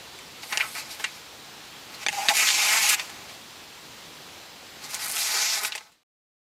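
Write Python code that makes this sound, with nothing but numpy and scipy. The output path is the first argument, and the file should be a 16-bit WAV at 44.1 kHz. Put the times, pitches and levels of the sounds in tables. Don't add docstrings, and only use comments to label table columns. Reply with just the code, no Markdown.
import sys
import numpy as np
from scipy import signal
from scipy.fft import rfft, irfft, next_fast_len
from scipy.io import wavfile
from scipy.ndimage import uniform_filter1d, map_coordinates

SR = 44100
rng = np.random.default_rng(int(sys.argv[2]) if len(sys.argv) > 2 else 0)


def magnitude_from_level(level_db):
    exponent = np.asarray(level_db, float) / 20
    return 10 ** exponent


def int16_out(signal):
    q = np.round(np.clip(np.atleast_2d(signal).T, -1, 1) * 32767)
    wavfile.write(sys.argv[1], SR, q.astype(np.int16))


N = 285319


def evened(x):
    return x / np.sqrt(np.mean(x ** 2) + 1e-20)


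def read(points, hz):
    f, value = np.transpose(points)
    return np.interp(np.log(hz + 1), np.log(f + 1), value)


def add(mix, s, sound):
    part = mix[round(s * SR):][:len(sound)]
    part += sound[:len(part)]


def coloured(x, points):
    size = next_fast_len(len(x))
    gain = magnitude_from_level(read(points, np.fft.rfftfreq(size, 1 / SR)))
    return evened(irfft(rfft(x, size) * gain, size)[:len(x)])


def band(x, hz, share):
    b, a = signal.iirpeak(hz, 1 / np.clip(share, .05, 3), SR)
    return signal.lfilter(b, a, x)


def resonate(x, hz, width):
    turn = np.exp(2j * np.pi * np.cumsum(hz) / SR)
    r = np.exp(-np.pi * width / SR)
    return 2 * (turn * signal.lfilter([1 - r], [1, -r], x / turn)).real


def mottled(x, depth_db):
    z = signal.stft(x, nperseg=512, noverlap=384)[2]
    patches = rng.standard_normal(z.shape[::-1])
    patches = uniform_filter1d(uniform_filter1d(patches, 14, 0), 6, 1)
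    z = z * magnitude_from_level(depth_db * evened(patches).T)
    return evened(signal.istft(z, nperseg=512, noverlap=384)[1][:len(x)])


# frequency in Hz, relative level in dB per Hz.
AIR = [(12, -45), (20, -19.5), (113, 2), (187, -0.5), (222, 0.5), (277, 1), (434, 1), (660, -0.5),
       (738, 1.5), (1660, -1.5), (3950, 0), (7310, -8), (9140, -13), (14700, -15.5), (16000, -32.5)]


def air():
    level_db = -44.5
    frames, hz = N // 256 + 5, np.fft.rfftfreq(1024, 1 / SR)
    a, b, patches = rng.standard_normal((frames, 513, 3)).T
    patches = evened(uniform_filter1d(uniform_filter1d(patches, 14, 0), 16, 1))
    swell = evened(uniform_filter1d(rng.standard_normal(frames), 60))
    gain = magnitude_from_level(read(AIR, hz)[:, None] + .7 * patches + .5 * swell)
    hiss = signal.istft((a + 1j * b) * gain, nperseg=1024, noverlap=768)[1][:N]
    return magnitude_from_level(level_db) * evened(hiss)


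# frequency in Hz, rms level in dB.
WHINE = [(7558, -67), (15135, -72)]


def whine():
    t = np.arange(N) / SR
    return sum(magnitude_from_level(db) * np.sqrt(2) * np.sin(2 * np.pi * hz * t) for hz, db in WHINE)


def whistle():
    start_s, end_s, hz, level_db = 1.68, 1.83, 3300, -53
    noise = rng.standard_normal(round((end_s - start_s) * SR))
    fuzz = evened(band(noise, hz, .05))
    return start_s, magnitude_from_level(level_db) * fuzz * np.hanning(len(fuzz))


def asphalt(x):
    delay_s, wander_s, level_db, scatter_t60 = .0046, .0001, -5, 0.0034
    scatter = rng.standard_normal(120) * magnitude_from_level(-60 * np.arange(120) / SR / scatter_t60)
    scatter[0] = 1.83
    scatter = scatter / np.linalg.norm(scatter)
    echo = magnitude_from_level(level_db) * signal.oaconvolve(x, scatter)[:N]
    wander = evened(uniform_filter1d(uniform_filter1d(rng.standard_normal(N), 4000), 4000))
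    return x + map_coordinates(echo, [np.arange(N) - SR * (delay_s + wander_s * wander)], order=3)


# peak of the swell in seconds, level in dB before the swell, centre in Hz,
# width of each resonance pass as a share of the centre, t60 in seconds.
RUSTLES = [(.437, -41, 4000, 2.7, .048), (.526, -24, 2160, 1.3, 0.058), (.581, -50, 5000, 2.7, .12),
           (.594, -33, 2300, 0.84, 0.087), (.603, -24, 2100, 0.5, 0.11), (0.611, -23, 2120, 0.64, 0.058),
           (0.631, -34.5, 1300, 0.43, 0.14), (.998, -50, 12000, 0.66, .1), (1.0, -38.5, 2000, 3.1, 0.21),
           (1.043, -27, 2090, 0.93, 0.11), (1.04, -35, 6900, 0.64, 0.055),
           (1.945, -41.5, 4270, 0.27, 0.094), (2.096, -38, 3080, 3, .06), (2.286, -35, 302, 1.9, 0.047),
           (2.291, -23, 3513, 1.6, 0.098), (2.476, -20.5, 3060, 1.5, 0.21), (2.892, -16, 6600, 1.2, 0.063),
           (2.996, -23, 2500, 1.4, 0.038), (3.096, -34.5, 2470, 2.5, 0.036), (3.294, -41, 2250, 2, .1),
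           (4.944, -33, 6000, 2.5, .1), (5.349, -47.5, 427, .4, 0.39), (5.63, -47, 420, 1.2, 0.18),
           (5.651, -29, 4000, 1.6, 0.12), (5.723, -35.5, 3140, 1, 0.14), (5.754, -35.5, 1920, 3.2, 0.1),
           (5.758, -34, 9100, 0.78, 0.033), (5.781, -35, 3800, 1.2, 0.035), (5.92, -58, 2980, 4.5, .1)]


def rustle(s, level_db, hz, share, t60, rise_share=0.029):
    t = np.arange(-.08, .25, 1 / SR)
    grains = rng.standard_normal(len(t)) * magnitude_from_level(7.83 * rng.standard_normal(len(t)))
    swell = np.where(t < 0, np.exp(-(t / (rise_share * t60)) ** 2), magnitude_from_level(-60 * t / t60))
    puff = evened(band(band(grains, hz, share), hz, share))
    return s + t[0], magnitude_from_level(level_db) * swell * puff


# peak of the swell in seconds, level in dB before the swell, t60 in seconds.
HUMS = [(2.135, -37.5, 0.11), (2.178, -35, .08), (2.191, -27.5, 0.078), (2.212, -36, .12),
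        (2.238, -36.5, .12), (2.26, -34, .1), (2.288, -37.5, 0.14), (2.312, -27.5, .12)]


def hum(s, level_db, t60):
    return rustle(s, level_db, hz=803, share=0.2, t60=t60, rise_share=0.085)


# centre in seconds, peak in dB, frequency in Hz.
TICKS = [(.4328, -27, 4500), (.5735, -7, 5500), (2.0645, -11, 3800), (2.085, -15, 5500), (2.2862, -6, 3300),
         (2.9455, -11, 6500), (4.9453, -9, 7000), (5.0467, -14, 10000), (5.061, -14, 10000),
         (5.0838, -15, 10000), (5.096, -14, 10000), (5.115, -13, 10000), (5.1225, -14, 10000),
         (5.155, -16, 10000), (5.6495, -14, 2000)]


def tick(s, peak_db, hz):
    t = np.arange(-20, 40) / SR
    sound = np.exp(-(t * hz / .75) ** 2) * np.sin(2 * np.pi * (hz * t + rng.random()))
    return s + t[0], magnitude_from_level(peak_db) * sound / abs(sound).max()


# frequency in Hz, level in dB, t60 in seconds.
SHEET = [(830, 3, 0.033), (1717, 12.5, 0.016), (2006, -1, 0.025), (2670, 1.5, 0.013), (3676, 0, 0.0082),
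         (4600, -7, 0.013), (6000, -4, 0.0097), (7300, 19.5, 0.0021), (9340, 12, 0.0059),
         (11800, 11.5, 0.002), (13490, 5, 0.0011)]
# start in seconds, peak in dB, tilt of the low modes in dB, tilt of the high modes in dB.
SNAPS = [(0.189, -29, -27, -10), (0.4324, -33, -16, -21), (0.5252, -14.5, -11, -26.5),
         (0.5742, -9, -18, -17), (0.6, -19, -5, -27.5), (0.6399, -28, -1, -21), (1.0005, -24, 2, -17),
         (1.043, -14, -24, -25), (2.0645, -8.5, -17, -24), (2.0852, -8.5, -17, -22), (2.096, -20, -17, -18),
         (2.1286, -19, -17, -18), (2.2858, -5, -21.5, -31), (2.2903, -8, -29, -14.5),
         (2.2976, -12.5, -18, -20.5), (2.3064, -22, -18.5, -16.5), (2.369, -7, -27, -9),
         (2.3983, -16, -19.5, -15.5), (2.4226, -14, -21, -7), (2.9923, -29, -16, -26),
         (4.995, -29, -15, -16), (5.1673, -15.5, -27, -12), (5.6484, -17.5, -17, -22),
         (5.7219, -18, -43, -27), (5.7513, -22, -16, -19), (5.7555, -23, -31, -10),
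         (5.7784, -25.5, -32, -23), (5.8084, -32, -9, -18)]


def snap(s, peak_db, low_db, high_db):
    t = np.arange(2000)[:, None] / SR
    hz, db, t60 = np.transpose(SHEET)
    detune, uneven, phase = rng.standard_normal((3, len(hz)))
    colour_db = np.interp(hz, (1700, 2100, 6000, 7000), (low_db, 0, 0, high_db))
    modes = np.sin(2 * np.pi * hz * (1 + .06 * detune) * t + .8 * phase)
    sound = (modes * magnitude_from_level(db + colour_db + 1.5 * uneven - 60 * t / t60)).sum(1)
    sound = sound * np.minimum(t[:, 0] / .00015, 1)
    return s, magnitude_from_level(peak_db) * sound / abs(sound).max()


# frequency in Hz, relative level in dB per Hz.
HISS = [(2200, -75.5), (3100, 8.5), (4500, 12), (6500, 8.5), (7700, 4.5), (10000, -35.5)]
FLAP = [(300, -43.5), (520, -23.5), (740, 7), (1050, 1), (1500, 4.5), (2100, -22)]
FIZZ = [(6000, -41.5), (8200, 5), (11000, 8), (13200, 5.5), (14600, -10), (15600, -21.5), (17000, -43)]
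# time in seconds, drag in dB, how freely the sheet rings in dB, crackle from 0 to 1.
NICKING = [(.42, -47.5, -19, 0), (.436, -44, 3.5, 0.04), (.456, -51, -24, 0.34), (.515, -45, 6, 0.31),
           (.65, -44.5, 2.5, .3), (.736, -46, -10, 0.4), (.756, -42, 4.5, 0.24), (.8, -37, -5, 0.16),
           (.83, -48, -3, 0), (.895, -49, -3, 0.05), (.915, -37, -7.5, 0.2), (.98, -54.5, -2, .2),
           (1.0, -49, -0.5, 0.4), (1.098, -50.5, -13, 0), (1.176, -51, -3, .1), (1.2, -59.5, -13, .1)]
FIRST_CUT = [(1.9, -61.5, 2.5, .2), (1.95, -48, -3.5, .2), (1.97, -61, 0, .05), (2.034, -40, -0.5, .05),
             (2.056, -62, -4, .05), (2.135, -38.5, -3.5, .15), (2.276, -36.5, 0.5, .2),
             (2.3, -31, 4.5, .25), (2.33, -33, -4.5, 0.13), (2.354, -25.5, -3.5, .25), (2.436, -26, 0, .15),
             (2.482, -26, -8, .1), (2.554, -25, -6, .05), (2.62, -24.5, -3.5, .07),
             (2.74, -25.5, 1.5, 0.17), (2.8, -26.5, -0.5, 0.26), (2.864, -25.5, -2.5, .2),
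             (2.946, -24, -1, .25), (2.958, -44, 0, .2), (2.993, -38.5, 2.5, .05), (3.039, -45.5, -2, .1),
             (3.15, -58, 2, .15), (3.36, -62, 1, .3)]
SECOND_CUT = [(4.808, -55, -5, .1), (4.842, -40.5, -8, 0.23), (4.884, -49.5, -3, .2),
              (4.906, -40.5, -7, 0.35), (4.955, -39, -3, .2), (4.983, -42, -5.5, .3),
              (5.025, -34, -6, 0.35), (5.065, -39, -4.5, 0.45), (5.143, -35, -5.5, 0.42),
              (5.203, -29.5, -7, 0.39), (5.247, -27, -10.5, 0.22), (5.3, -29.5, -6, 0.23),
              (5.364, -27, -6, 0.15), (5.496, -26.5, -10.5, 0.032), (5.585, -30.5, -5, 0.25),
              (5.605, -39.5, -2.5, 0.23), (5.642, -33, -6, 0.41), (5.68, -38, -4.5, 0.47),
              (5.7, -48, 0, .1), (5.79, -57, -2, .05), (5.832, -55, -7, .05), (5.904, -72, 0, 0.14)]
# its curve, hiss resonance in Hz, sheet ring in Hz, flap in dB, fizz in dB when smooth.
STROKES = [(NICKING, 5700, 2180, -12, -11.5), (FIRST_CUT, 7000, 2290, -11.5, -13),
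           (SECOND_CUT, 5900, 1970, -8, -14.5)]


def cut(rows, hiss_hz, ring_hz, flap_db, fizz_db):
    s, *columns = np.transpose(rows)
    t = np.arange(s[0] - .004, s[-1] + .004, 1 / SR)
    drag_db, ring_db, crackle = (np.interp(t, s, column) for column in columns)
    crackle = np.clip(crackle, 0, 1)
    press_db = drag_db + 27

    hiss_hz = hiss_hz + 55.5 * press_db
    ring_hz = ring_hz - 26 * ring_db
    flap_db = flap_db + 0.94 * ring_db - 0.33 * press_db
    fizz_db = fizz_db + 30.5 * crackle

    chance, size = rng.random((len(t), 2)).T
    smooth, grit, drag = rng.standard_normal((len(t), 3)).T
    cracks = (chance < 1600 / SR) * magnitude_from_level(-3.0 * np.log(size + .03))
    burst = signal.lfilter([1], [1, -.8], cracks)
    drive = np.sqrt(1 - crackle) * smooth + np.sqrt(crackle) * evened(burst * grit)
    uneven_db = 0.87 * evened(uniform_filter1d(drag, 500))
    drive = mottled(drive * magnitude_from_level(uneven_db), 1.16)

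    ring = evened(resonate(resonate(drive, ring_hz, 1600), ring_hz, 1100))
    flap = magnitude_from_level(flap_db) * coloured(drive, FLAP)
    fizz = magnitude_from_level(fizz_db) * coloured(drive, FIZZ)
    hiss = coloured(drive + 0.57 * resonate(drive, hiss_hz, 2700), HISS)
    sheet = magnitude_from_level(ring_db) * ring + flap + fizz + hiss
    ends = np.sqrt(np.clip(np.minimum(t - t[0], t[-1] - t) / .008, 0, 1))
    return t[0], magnitude_from_level(drag_db) * sheet * ends


def scene():
    t = np.arange(N) / SR
    background = air() + whine()
    add(background, *whistle())
    fade = np.interp(t, (5.05, 6.074), (1, 0))

    paper = np.zeros(N)
    for play, table in ((rustle, RUSTLES), (hum, HUMS), (tick, TICKS), (snap, SNAPS), (cut, STROKES)):
        for row in table:
            add(paper, *play(*row))
    thin = signal.butter(2, 250, "high", fs=SR, output="sos")
    paper = signal.sosfilt(thin, paper)
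    mix = asphalt(paper) + fade * background
    return (mix * (t < 6.033))[None]


def low_pass(x):
    return signal.sosfilt(signal.butter(12, 16500, fs=SR, output="sos"), x)


def record(dry):
    mic = signal.sosfilt(signal.butter(2, 32, "high", fs=SR, output="sos"), dry)
    mic = signal.oaconvolve(mic, signal.firwin(255, 15900, fs=SR)[None], "same")
    return low_pass(mic)


dry = scene()
out = record(dry)
int16_out(out)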